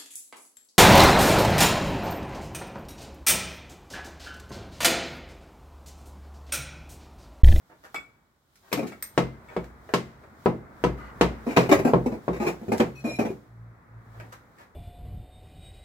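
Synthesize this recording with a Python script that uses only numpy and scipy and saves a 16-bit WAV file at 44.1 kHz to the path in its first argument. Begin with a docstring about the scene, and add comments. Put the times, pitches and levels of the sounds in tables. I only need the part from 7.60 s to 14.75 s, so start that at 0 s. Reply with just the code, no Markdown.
"""Faint outdoor murmur and a distant engine lie under masons at a shallow brick vault in a half-open block shed.
Clothes rustle, bricks clink and grit drops: filtered noise, decaying modes and stick-slip grains.
One then taps bricks home with a trowel, so that modes of the vault boom and the blade rings, and scrapes
mortar off the joint in short stick-slip strokes. A faint squeak falls between two taps.
Late on the dragged blade sings as fluttering resonances, and the engine's note slows and swells."""
import sys
import numpy as np
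from scipy import signal
from scipy.fft import rfft, irfft
from scipy.io import wavfile

SR = 44100
rng = np.random.default_rng(int(sys.argv[2]) if len(sys.argv) > 2 else 0)


def waveform_to_disk(signal):
    """Save audio, clipped to [-1, 1], as 16-bit WAV at the path in sys.argv[1]."""
    frames = np.transpose(np.atleast_2d(signal))
    scaled = np.clip(frames, -1, 1) * 32767
    samples = np.round(scaled).astype(np.int16)
    wavfile.write(sys.argv[1], SR, samples)


N = 315270

CUTOFF_HZ = 16000
SIZE = 2 ** 15   # samples in one event
AGE = np.arange(SIZE) / SR   # s since the event began
TIME = np.arange(N) / SR
EDGES_HZ = 33 * 2 ** (np.arange(19) / 2)   # half-octave bands
CENTRES_HZ = np.sqrt(EDGES_HZ[1:] * EDGES_HZ[:-1])

# Taps on the vault. Each row: start in seconds, level in dB before trim, hardness in dB,
# pitch of the struck brick in Hz, sway of the whole span in dB.
TAPS = [(1.128, -30, 15, 498, -62), (1.577, -21, 3, 681, -38), (1.965, -29, -6.5, 633, -35.5),
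        (2.338, -23.5, 9, 1074, -56), (2.859, -20, -8.5, 994, -50), (3.239, -21.5, -1, 996, -26),
        (3.611, -18.5, 4, 929, -25.5), (3.971, -17, 3, 955, -37.5), (4.335, -17.5, -12.5, 1052, -32.5),
        (4.68, -25.8, -11, 1106, -33), (5.202, -24, 1.5, 764, -58)]
# Trowel strokes along the joint. Each row: start in seconds, length in seconds, level in dB before trim,
# hardness in dB, name of the brick jolted.
STROKES = [(1.116, 0.0038, -35.5, 11, "top"), (1.172, 0.037, -28.5, -0.5, "middle"),
           (1.227, 0.0058, -32.5, -2.5, "low"), (3.865, 0.016, -30, -7, "low"),
           (3.887, 0.053, -34, 12, "deep"), (3.963, 0.0052, -18.5, 13, "high"),
           (3.976, 0.08, -25.5, 5.5, "top"), (4.091, 0.0047, -20, 2, "high"),
           (4.113, 0.025, -11, 4.5, "middle"), (4.189, 0.0053, -24.5, -1, "high"),
           (4.248, 0.043, -21.5, -3, "low"), (4.459, 0.012, -26.5, -6, "low"),
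           (4.517, 0.036, -35.5, -5.5, "deep"), (4.73, 0.048, -34.5, 4, "high"),
           (4.799, 0.096, -27.5, 2, "deep"), (4.865, 0.025, -22.5, 7.5, "high"),
           (5.012, 0.043, -45.5, -7, "deep"), (5.081, 0.015, -35, -8.5, "high"),
           (5.118, 0.019, -22, 0.5, "deep"), (5.197, 0.012, -21, -4, "deep"),
           (5.44, 0.068, -32, -4.5, "deep"), (5.587, .027, -22.9, 0, "deep"),
           (5.65, 0.021, -30.5, -0.5, "deep"), (5.701, 0.018, -38, -7, "high")]
# Bricks picked up, shifted and set down. Each row: start in seconds, length in seconds,
# level in dB before trim, hardness in dB.
TOUCHES = [(0.098, 0.036, -55.5, -15), (0.234, .032, -50.5, 0.5), (0.344, 0.005, -34, -0.5),
           (.956, .005, -68, 24.5), (1.029, 0.13, -62, -8), (1.265, 0.027, -53, 17.5),
           (1.319, 0.0088, -46.5, -2), (1.425, 0.0042, -44.5, 20.5), (1.883, 0.059, -49.5, -9.5),
           (2.043, 0.0036, -53, 7.5), (2.291, 0.0046, -41, -14.5), (2.634, .01, -53, -14),
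           (3.375, 0.12, -55.5, -1.5), (5.176, 0.0098, -46.5, 18.5), (6.546, 0.044, -55.5, -13),
           (6.6, 0.0027, -42.5, -4), (6.633, 0.019, -55.5, -36), (6.723, 0.013, -47, 5.5),
           (6.978, 0.061, -54.5, 0)]
# The whole span sways. Each row: frequency in Hz, level in dB, t60 in seconds.
SWAY_MODE = [(59.6, 4.5, 0.52)]
# Outdoor murmur. Each row: time in seconds, level in dB.
MURMUR_LEVEL = [(0, -64), (.5, -62), (.8, -71), (1.8, -52), (2.7, -53.5), (3.6, -45.5), (5.85, -59),
                (6.5, -54), (7.15, -58.5)]


def from_db(db):
    """Decibels to gain."""
    return 10 ** (np.asarray(db) / 20)


def rms(x):
    """Root mean square."""
    return np.sqrt(np.mean(x ** 2) + 1e-20)


def at_hz(points, hz):
    """Read a table along log frequency."""
    known_hz, values = np.transpose(points)
    return np.interp(np.log(np.maximum(hz, 1)), np.log(known_hz), values)


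def at_time(rows, t):
    """Read every column of a curve."""
    s, *columns = np.transpose(rows)
    return [np.interp(t, s, c) for c in columns]


def band(x, low_hz, high_hz):
    """Causal band-pass."""
    return signal.sosfilt(signal.butter(2, [low_hz, high_hz], "band", fs=SR, output="sos"), x + 1e-18)


def low_pass(x, order, hz):
    """Causal low-pass."""
    return signal.sosfilt(signal.butter(order, hz, fs=SR, output="sos"), x)


def dying(t60_s):
    """A decay that loses 60 dB in t60."""
    return np.exp(-np.log(1000) * AGE / t60_s)


def coloured(x, spectrum):
    """Minimum-phase colouring: nothing sounds before its cause."""
    gain_db = at_hz(spectrum, np.arange(SIZE // 2 + 1) * SR / SIZE)
    cepstrum = irfft(np.log(from_db(gain_db)))
    # fold onto positive time
    cepstrum[1:SIZE // 2] *= 2
    cepstrum[SIZE // 2 + 1:] = 0
    return irfft(rfft(x, SIZE) * np.exp(rfft(cepstrum)))


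def noise_bank(size):
    """Half-octave bands of stereo noise, alike in the bass and unrelated in the treble."""
    # Left-right likeness. Each row: frequency in Hz, likeness 0-1.
    likeness = [(60, 1), (250, 0.72), (500, 0.78), (1000, 0), (2000, 0), (8000, 0)]
    white, bank = rng.standard_normal((2, 2, size)), []
    for k, hz in enumerate(CENTRES_HZ):
        mid, side = band(white[k % 2], EDGES_HZ[k], EDGES_HZ[k + 1])
        alike = np.clip(at_hz(likeness, hz), 0, 1)
        bank.append(np.sqrt((1 + alike) / 2) * mid + np.sqrt((1 - alike) / 2) * side * [[1], [-1]])
    return np.array(bank)


def air():
    """Dull outdoor murmur, heard only below a steep edge near 2 kHz, and the thin hiss of sleeves and dust."""
    # Spectra. Each row: frequency in Hz, relative density in dB per Hz.
    murmur_colour = [(30, -21.5), (60, 10.5), (110, 5), (200, 5), (500, -2.5), (1200, -0.5), (2100, -8.5),
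                     (3000, -11), (16000, -49.5)]
    hiss_colour = [(30, -39), (1500, -35.5), (3000, 3), (5000, -3.5), (8000, -3.5), (9500, -9.5),
                   (13000, -3), (16000, -12)]
    bank = noise_bank(size=N)
    murmur = np.tensordot(from_db(at_hz(murmur_colour, CENTRES_HZ)), bank, 1)
    hiss = np.tensordot(from_db(at_hz(hiss_colour, CENTRES_HZ)), bank, 1)
    murmur = low_pass(murmur, order=8, hz=2160)
    murmur_gain = from_db(at_time(MURMUR_LEVEL, TIME)[0])
    return murmur_gain * murmur / rms(murmur) + rustle_level() * hiss / rms(hiss)


def rustle_level():
    """Rustle rises just before each contact and lingers after it; firm or crowded contacts stir up more."""
    floor_db, rustle_db = -79, -57.5   # rustle for a contact of 0 dB
    db_per_contact_db = 0.26
    lead_s, linger_s = 0.1, 0.12
    contacts = [(s, db) for s, db, *_ in TAPS] + [(s, db) for s, _, db, *_ in STROKES + TOUCHES]
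    t = TIME[::100]
    power = from_db(floor_db) ** 2
    for s, db in contacts:
        envelope = np.exp(-np.maximum((s - t) / lead_s, (t - s) / linger_s))
        power = power + (from_db(rustle_db + db_per_contact_db * db) * envelope) ** 2
    return np.interp(TIME, t, np.sqrt(power))


def engine(half_order_db, third_half_db, waver):
    """A far exhaust note slows and swells; uneven firing adds lines at half and one and a half its pitch."""
    fast_hz, idle_hz, slows_s, settle_s = 134.8, 113, 5.4, 0.22
    under_murmur_db = -12.5
    # Swells of the note. Each row: time of the top in seconds, half-width in seconds, level in dB.
    swells = [(5.5, 0.22, -45.5), (6.02, .12, -44.5), (6.36, 0.051, -46), (6.6, 0.12, -46)]
    hz = idle_hz + (fast_hz - idle_hz) * np.exp(-np.maximum(TIME - slows_s, 0) / settle_s)
    level = from_db(at_time(MURMUR_LEVEL, TIME)[0] + under_murmur_db)
    for s, width_s, db in swells:
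        level = level + from_db(db) * np.exp(-((TIME - s) / width_s) ** 2)
    phase = 2 * np.pi * np.cumsum(hz) / SR
    note = np.sin(phase)
    note += from_db(half_order_db) * np.sin(phase / 2)
    note += from_db(third_half_db) * np.sin(3 * phase / 2)
    unsteady = signal.resample(rng.standard_normal(N // 2000), N)
    return np.sqrt(2) * level * note * (1 + waver * unsteady)


def shed(late_db, late_t60_s):
    """Returns a source of diffuse responses of unit energy: a quick decay and a faint long one."""
    # Quick decay. Each row: frequency in Hz, t60 in seconds.
    quick_t60 = [(60, 0.8), (150, 0.36), (450, 0.2), (1400, 0.21), (4000, 0.18), (14000, 0.17)]
    bank = noise_bank(size=4 * SIZE)
    late = from_db(late_db) * dying(late_t60_s)
    decays = np.array([dying(at_hz(quick_t60, hz)) + late for hz in CENTRES_HZ])
    decays *= 1 - np.exp(-AGE / 0.00045)   # build-up, s

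    def response():
        """A fresh stretch of the noise under the decays."""
        start = rng.integers(SIZE // 2, 2 * SIZE)
        tail = np.einsum("bct,bt->ct", bank[:, :, start:start + SIZE], decays)
        return tail / (rms(tail) * np.sqrt(SIZE))
    return response


def placed(x, s):
    """A direct sound reaches the two ports with a level and a time difference."""
    # Where the work lies as the microphone turns. Each row: time in seconds,
    # left-right level in dB, left lag in ms.
    bearing = [(0, -3, -0.2), (1.2, 6.5, -0.064), (1.7, 2.5, -0.073), (3.3, 4, 0.042), (4.0, 2.5, 0.21),
               (7, -0.5, 0.39)]
    pan_db, lag_ms = at_time(bearing, s)
    late_samples = np.maximum([lag_ms, -lag_ms], 0) * SR / 1000
    ports = np.array([np.roll(x, int(round(n))) for n in late_samples])
    return ports * from_db([[pan_db / 2], [-pan_db / 2]])


def add(out, s, sound):
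    """Mix a sound in at its time."""
    i = int(s * SR)
    out[:, i:i + SIZE] += sound[:, :N - i]


def slips(length_s, per_s, spread_db, grip):
    """Stick and slip: a first catch, then grains of uneven size that break away as the stroke lasts."""
    sizes = from_db(spread_db * np.minimum(rng.exponential(1, SIZE), 3)) * rng.choice([-1, 1], SIZE)
    train = sizes * (rng.random(SIZE) < per_s / SR) * np.exp(-(AGE / length_s) ** 4)
    train[0] = grip
    return train


def through(force, response):
    """A force played through a response."""
    return signal.fftconvolve(force[None], response, axes=1)[:, :SIZE]


def zone_levels(tone, db, hardness_db):
    """Zone levels of a contact: its level, the tone's offsets and the tone's shares of hardness."""
    offsets_db, shares = np.transpose(tone)
    return db + offsets_db + shares * hardness_db


def voiced(sound, levels_db, span_s):
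    """Weight and hardness of a contact: its thud, knock, clack and crack over the first moments."""
    # Edges of the four zones in Hz.
    edges_hz = [100, 350, 1400, 4000, 8000]
    zones = list(zip(edges_hz, edges_hz[1:]))
    centres_hz = np.sqrt(np.prod(zones, axis=1))
    for _ in range(2):   # zones overlap: the second pass refines
        start = sound[:, :int(span_s * SR)]
        now_db = [20 * np.log10(rms(band(start, *zone))) for zone in zones]
        sound = coloured(sound, list(zip(centres_hz, np.subtract(levels_db, now_db))))
    return sound


def handling(room, direct_db, level_db):
    """Small gritty touches with no ring of their own: stick-slip grains through the shed."""
    # Spectrum. Each row: frequency in Hz, gain in dB.
    grit_colour = [(30, -10.5), (150, 1), (500, 13.5), (1700, 4.5), (3000, -10), (7500, -10.5),
                   (9300, -17.5), (13000, -15), (16000, -28)]
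    # Thud, knock, clack, crack. Each row: dB over the level, dB gained per dB of hardness.
    tone = [(-10.5, -0.37), (1.5, -0.12), (1.4, 0.28), (-11, 0.76)]
    out = np.zeros((2, N))
    for s, length_s, db, hardness_db in TOUCHES:
        direct = from_db(direct_db) * placed(signal.unit_impulse(SIZE), s)
        force = slips(length_s, per_s=900, spread_db=5.5, grip=2.4)
        sound = through(force, coloured(direct + room(), grit_colour))
        sound = voiced(sound, zone_levels(tone, db, hardness_db), span_s=length_s + 0.0022)
        add(out, s, from_db(level_db) * sound)
    return out


def ringing(modes, swell_cycles):
    """Decaying modes that build up over a few cycles, with new strengths at each contact."""
    scatter_db, total = 1.5, 0
    for k, (hz, db, t60_s) in enumerate(modes):
        size = from_db(db + scatter_db * rng.normal()) * (-1) ** k
        swell = 1 - np.exp(-AGE * hz / swell_cycles)
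        total = total + size * np.sin(2 * np.pi * hz * AGE) * dying(t60_s) * swell
    return total


def clinks(room, hits, modes, wet_db, pan_db, ring_share):
    """A small hard object rings in the shed; a hand that holds it shortens the ring."""
    out = np.zeros((2, N))
    for s, db in hits:
        ring = ringing(np.array(modes) * [1, 1, ring_share], swell_cycles=1)
        wash = through(ring, room())
        sound = ring + from_db(wet_db) * wash * rms(ring) / rms(wash)
        add(out, s, from_db(db) * sound * from_db([[pan_db / 2], [-pan_db / 2]]))
    return out


def contact(soft_hz, crumble_db, crumble_t60_s):
    """A blunt push with a brief crackle of crushed grit."""
    push = low_pass(signal.unit_impulse(SIZE) + 1e-18, order=2, hz=soft_hz)
    grit = band(rng.standard_normal(SIZE) * dying(crumble_t60_s), soft_hz, CUTOFF_HZ)
    return push + from_db(crumble_db) * grit / (rms(grit) * np.sqrt(SIZE))


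def brickwork(count, low_hz, high_hz, t60_s):
    """Each contact wakes a different set of the bricks' many short, high modes; unit energy."""
    draws, age = rng.random((count, 4)), AGE[:SIZE // 3]
    hz = low_hz * (high_hz / low_hz) ** ((np.arange(count) + draws[:, 0]) / count)
    sizes = np.sqrt(hz) * (.25 + draws[:, 1] ** 2)
    cycles = hz[:, None] * age
    rings = np.array([sizes @ np.sin(2 * np.pi * (cycles + draws[:, [port]])) for port in (2, 3)])
    rings = np.pad(rings, ((0, 0), (0, SIZE - len(age)))) * dying(t60_s)
    return rings / (rms(rings) * np.sqrt(SIZE))


def scraping(room, direct_db, joint_db, steel_db, bricks_db, jolt_db, jolt_t60_s, bite_s, level_db):
    """The blade bites and jolts one brick, then judders over mortar, ringing and shaking the joint."""
    # Modes of the joint, and of the blade pressed on mortar. Each row: frequency in Hz, level in dB,
    # t60 in seconds.
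    joint_modes = [(214.9, -1, 0.31), (250, 5, 0.09), (306, -30.5, .1), (378, -16, 0.28), (454, 0, 0.04),
                   (520, -1, 0.11), (676, 0, 0.17), (872, -4, 0.086)]
    pressed_modes = [(2270, -4, 0.22), (2420, 3.5, 0.088), (2610, -13, 0.047), (3870, -8, 0.12),
                     (4080, -11, 0.092), (4770, -20.5, 0.16), (5620, -11.5, 0.22), (6930, -11.5, 0.25),
                     (8250, -30, 0.084), (9600, -16.5, .12)]
    # Spectrum. Each row: frequency in Hz, gain in dB.
    stroke_colour = [(30, -50.5), (100, -4), (230, 9.5), (480, 10.5), (900, -3), (1500, -15.5), (2600, -21),
                     (3200, -30), (5500, -24.5), (8200, -27), (9100, -44.5), (10500, -28.5), (16000, -35.5)]
    # Thud, knock, clack, crack. Each row: dB over the level, dB gained per dB of hardness.
    tone = [(0, -0.88), (0, -0.25), (-11.5, 0.46), (-23.5, 0.36)]
    # Loose bricks a stroke can jolt: name to pitch in Hz.
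    loose_hz = {"deep": 225.7, "low": 246.8, "middle": 300, "high": 384.2, "top": 480}
    sway_under_stroke_db = -21.5
    out = np.zeros((2, N))
    for s, length_s, db, hardness_db, brick in STROKES:
        hit = contact(soft_hz=1480, crumble_db=-13, crumble_t60_s=0.0033)
        direct = from_db(direct_db) * placed(hit, s)
        bricks = from_db(bricks_db) * brickwork(count=36, low_hz=693.6, high_hz=12930, t60_s=0.095)
        pressed = np.array(pressed_modes) * [1 + 0.02 * rng.normal(), 1, 1]   # pressure retunes the blade
        body = from_db(joint_db) * ringing(joint_modes, swell_cycles=0.61)
        body = body + from_db(steel_db) * ringing(pressed, swell_cycles=0.93)
        force = slips(length_s, per_s=500, spread_db=4.0, grip=4.6)
        sound = through(force, coloured(direct + room() + bricks, stroke_colour) + placed(body, s))
        jolt = placed(ringing([(loose_hz[brick], 0, jolt_t60_s)], swell_cycles=3.8), s)
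        sound = sound / rms(sound) + from_db(jolt_db) * jolt / rms(jolt)
        sound = sound * (1 - np.exp(-AGE / bite_s))
        sound = voiced(sound, zone_levels(tone, db, hardness_db), span_s=length_s + 0.022)
        add(out, s, from_db(level_db) * sound)
        sway = placed(ringing(SWAY_MODE, swell_cycles=6.6), s)
        add(out, s, from_db(db + sway_under_stroke_db) * sway)
    return out


def taps(room, echo_s, echo_db, echo_hz, modes_db, bricks_db, struck_db, level_db):
    """A sharp contact, its dull echo off the wall, the struck brick, the booming vault and the shed."""
    # Vault modes. Each row: frequency in Hz, level in dB, t60 in seconds.
    vault_modes = [(130.9, -6, 0.42), (174.5, 4, 0.2), (223, -14, 0.53), (315, -13.5, 0.18),
                   (392, -19.5, 0.24), (485.6, 6, 0.16), (710, -5, 0.17), (938, 2.5, 0.08),
                   (1056, -17, 0.17), (1102, -5.5, 0.18), (1296, -5, .13), (1845, -17.5, 0.11),
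                   (2073, -20, 0.43), (2560, -29.5, 0.19), (6940, -31.5, 0.26), (9100, -25, 0.094)]
    # Struck brick. Each row: multiple of its pitch, level in dB, t60 in seconds.
    struck_modes = [(1, 4, 0.12), (1.26, -9, 0.11), (2.1, -15.5, 0.09)]
    # Spectrum. Each row: frequency in Hz, gain in dB.
    tap_colour = [(30, -47), (60, -21), (130, -17.5), (400, 1.5), (950, -7), (1500, -15), (2300, -18.5),
                  (3100, -20), (5000, -20), (8200, -25.5), (9200, -33), (11000, -32), (16000, -41.5)]
    # Thud, knock, clack, crack. Each row: dB over the level, dB gained per dB of hardness.
    tone = [(-0.9, 0), (-0.5, 0), (-9.5, 0.56), (-22.5, 1)]
    direct_db = -1
    out = np.zeros((2, N))
    echo = low_pass(signal.unit_impulse(SIZE, int(echo_s * SR)) + 1e-18, order=2, hz=echo_hz)
    for s, db, hardness_db, brick_hz, sway_db in TAPS:
        hit = contact(soft_hz=1790, crumble_db=-21.0, crumble_t60_s=0.0097)
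        direct = -from_db(direct_db) * placed(hit + from_db(echo_db) * echo, s)
        boom = from_db(modes_db) * placed(ringing(vault_modes, swell_cycles=2.7), s)
        bricks = from_db(bricks_db) * brickwork(count=34, low_hz=913.4, high_hz=14000, t60_s=0.066)
        sound = coloured(direct + room() + bricks, tap_colour) + boom
        struck = placed(ringing(np.array(struck_modes) * [brick_hz, 1, 1], swell_cycles=0.51), s)
        sound = sound + from_db(struck_db) * struck * rms(sound) / rms(struck)
        sound = voiced(sound, zone_levels(tone, db, hardness_db), span_s=0.062)
        add(out, s, from_db(level_db) * sound)
        add(out, s, from_db(sway_db) * placed(ringing(SWAY_MODE, swell_cycles=3.3), s))
    return out


def singing(drags, modes, flutter, side_share):
    """Friction keeps resonances sounding through each drag; they flutter, and sag as the pressure eases."""
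    attack_s, release_s = 0.0083, 0.017
    sag_per_s = 0.173   # share of the pitch
    out = np.zeros((2, N))
    for s, length_s, db, pitch in drags:
        envelope = np.minimum(AGE / attack_s, 1) * np.exp(-np.maximum(AGE - length_s, 0) / release_s)
        bend = pitch * (1 - sag_per_s * np.minimum(AGE, length_s))
        held, tone = int(length_s * SR), 0
        for hz, width_hz, mode_db in modes:
            unsteady = low_pass(rng.standard_normal((2, SIZE)), order=1, hz=width_hz / 2)
            grip = 1 + flutter * unsteady / rms(unsteady)
            phase = 2 * np.pi * (hz * np.cumsum(bend) / SR + rng.random((2, 1)))
            tone = tone + from_db(mode_db) * grip / rms(grip[:, :held]) * np.sin(phase)
        mid, side = [part / rms(part[:held]) for part in tone]
        add(out, s, from_db(db) * envelope * (mid + side_share * side * [[1], [-1]]))
    return out


def scene():
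    """All the work in one shed, over the outdoor background."""
    # Rings of a loose brick and of the steel blade. Each row: start in seconds, level in dB.
    brick_hits = [(.345, -37.5), (.360, -28), (1.322, -48.5), (1.886, -50), (1.966, -41)]
    blade_hits = [(1.128, -29), (1.425, -27.5)]
    # Their modes. Each row: frequency in Hz, level in dB, t60 in seconds before ring_share.
    brick_modes = [(2239, 0, .15), (2290, -6, .11), (2600, -11, .08), (3440, -13, .14), (4436, -24, .11),
                   (5071, -22, .12), (7440, -19, .09), (7935, -18, .11)]
    blade_modes = [(2160, -13, 0.14), (4910, -7, 0.034), (8480, -8, 0.15), (8625, -7, 0.2),
                   (12900, -4, 0.14), (12910, -37, 0.064), (14250, -2.5, 0.093), (14200, -21.5, 0.13),
                   (15560, -20, 0.093)]
    # A faint squeak, and drags that make the blade sing. Each row: start in seconds, length in seconds,
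    # level in dB of mid alone, pitch ratio at the start.
    squeaks = [(3.38, 0.13, -50, 1.015)]
    drags = [(5.35, 0.061, -52.5, 1.06), (5.445, 0.119, -41.5, 1.018), (5.59, 0.11, -56, 1.028)]
    # Their resonances. Each row: frequency in Hz before the pitch ratio, width in Hz, level in dB.
    squeak_modes = [(1220, 40, 0), (1440, 50, -8), (2000, 50, -10), (2880, 120, -21), (4400, 200, -25)]
    singing_modes = [(2410, 12, 8.5), (2530, 67, -23), (4020, 14, -5), (5500, 12, -5), (7060, 120, -8),
                     (7200, 46, -24), (8430, 82, -17), (10000, 110, -15), (11100, 100, -10.5)]
    background = air() + engine(half_order_db=-11.0, third_half_db=-16.0, waver=0.25)
    room = shed(late_db=-24, late_t60_s=0.72)
    work = handling(room, direct_db=-4.0, level_db=-2.5)
    work += clinks(room, brick_hits, brick_modes, wet_db=-3, pan_db=2.5, ring_share=0.79)
    work += scraping(room, direct_db=-2.5, joint_db=-45, steel_db=-57.0, bricks_db=-3.5,
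                     jolt_db=-0.5, jolt_t60_s=0.094, bite_s=0.0018, level_db=-2.0)
    work += taps(room, echo_s=.0103, echo_db=-9.0, echo_hz=1010, modes_db=-50.5, bricks_db=-3.5,
                 struck_db=-9, level_db=-1.0)
    work += clinks(room, blade_hits, blade_modes, wet_db=-3, pan_db=6.5, ring_share=0.45)
    work += singing(squeaks, squeak_modes, flutter=1.4, side_share=0.87)
    work += singing(drags, singing_modes, flutter=1.2, side_share=0.82)
    return background + work


def record(dry):
    """Each port has its own colour; the highest peaks are rounded and the top is cut steeply."""
    # Port colour. Each row: frequency in Hz, left-right difference in dB.
    port_balance = [(60, -2), (140, 0.6), (400, -1), (1300, 0.3), (2600, 3), (5000, -3.5), (9000, 0.7),
                    (14000, -9)]
    impulse = signal.unit_impulse(SIZE)
    ports = [coloured(impulse, np.array(port_balance) * [1, side / 2]) for side in (1, -1)]
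    heard = signal.fftconvolve(dry, np.array(ports), axes=1)[:, :N]
    heard = heard / (1 + (heard / .9) ** 6) ** (1 / 6)
    return signal.sosfilt(signal.ellip(10, .1, 80, CUTOFF_HZ, fs=SR, output="sos"), heard)


dry = scene()
out = record(dry)
waveform_to_disk(out)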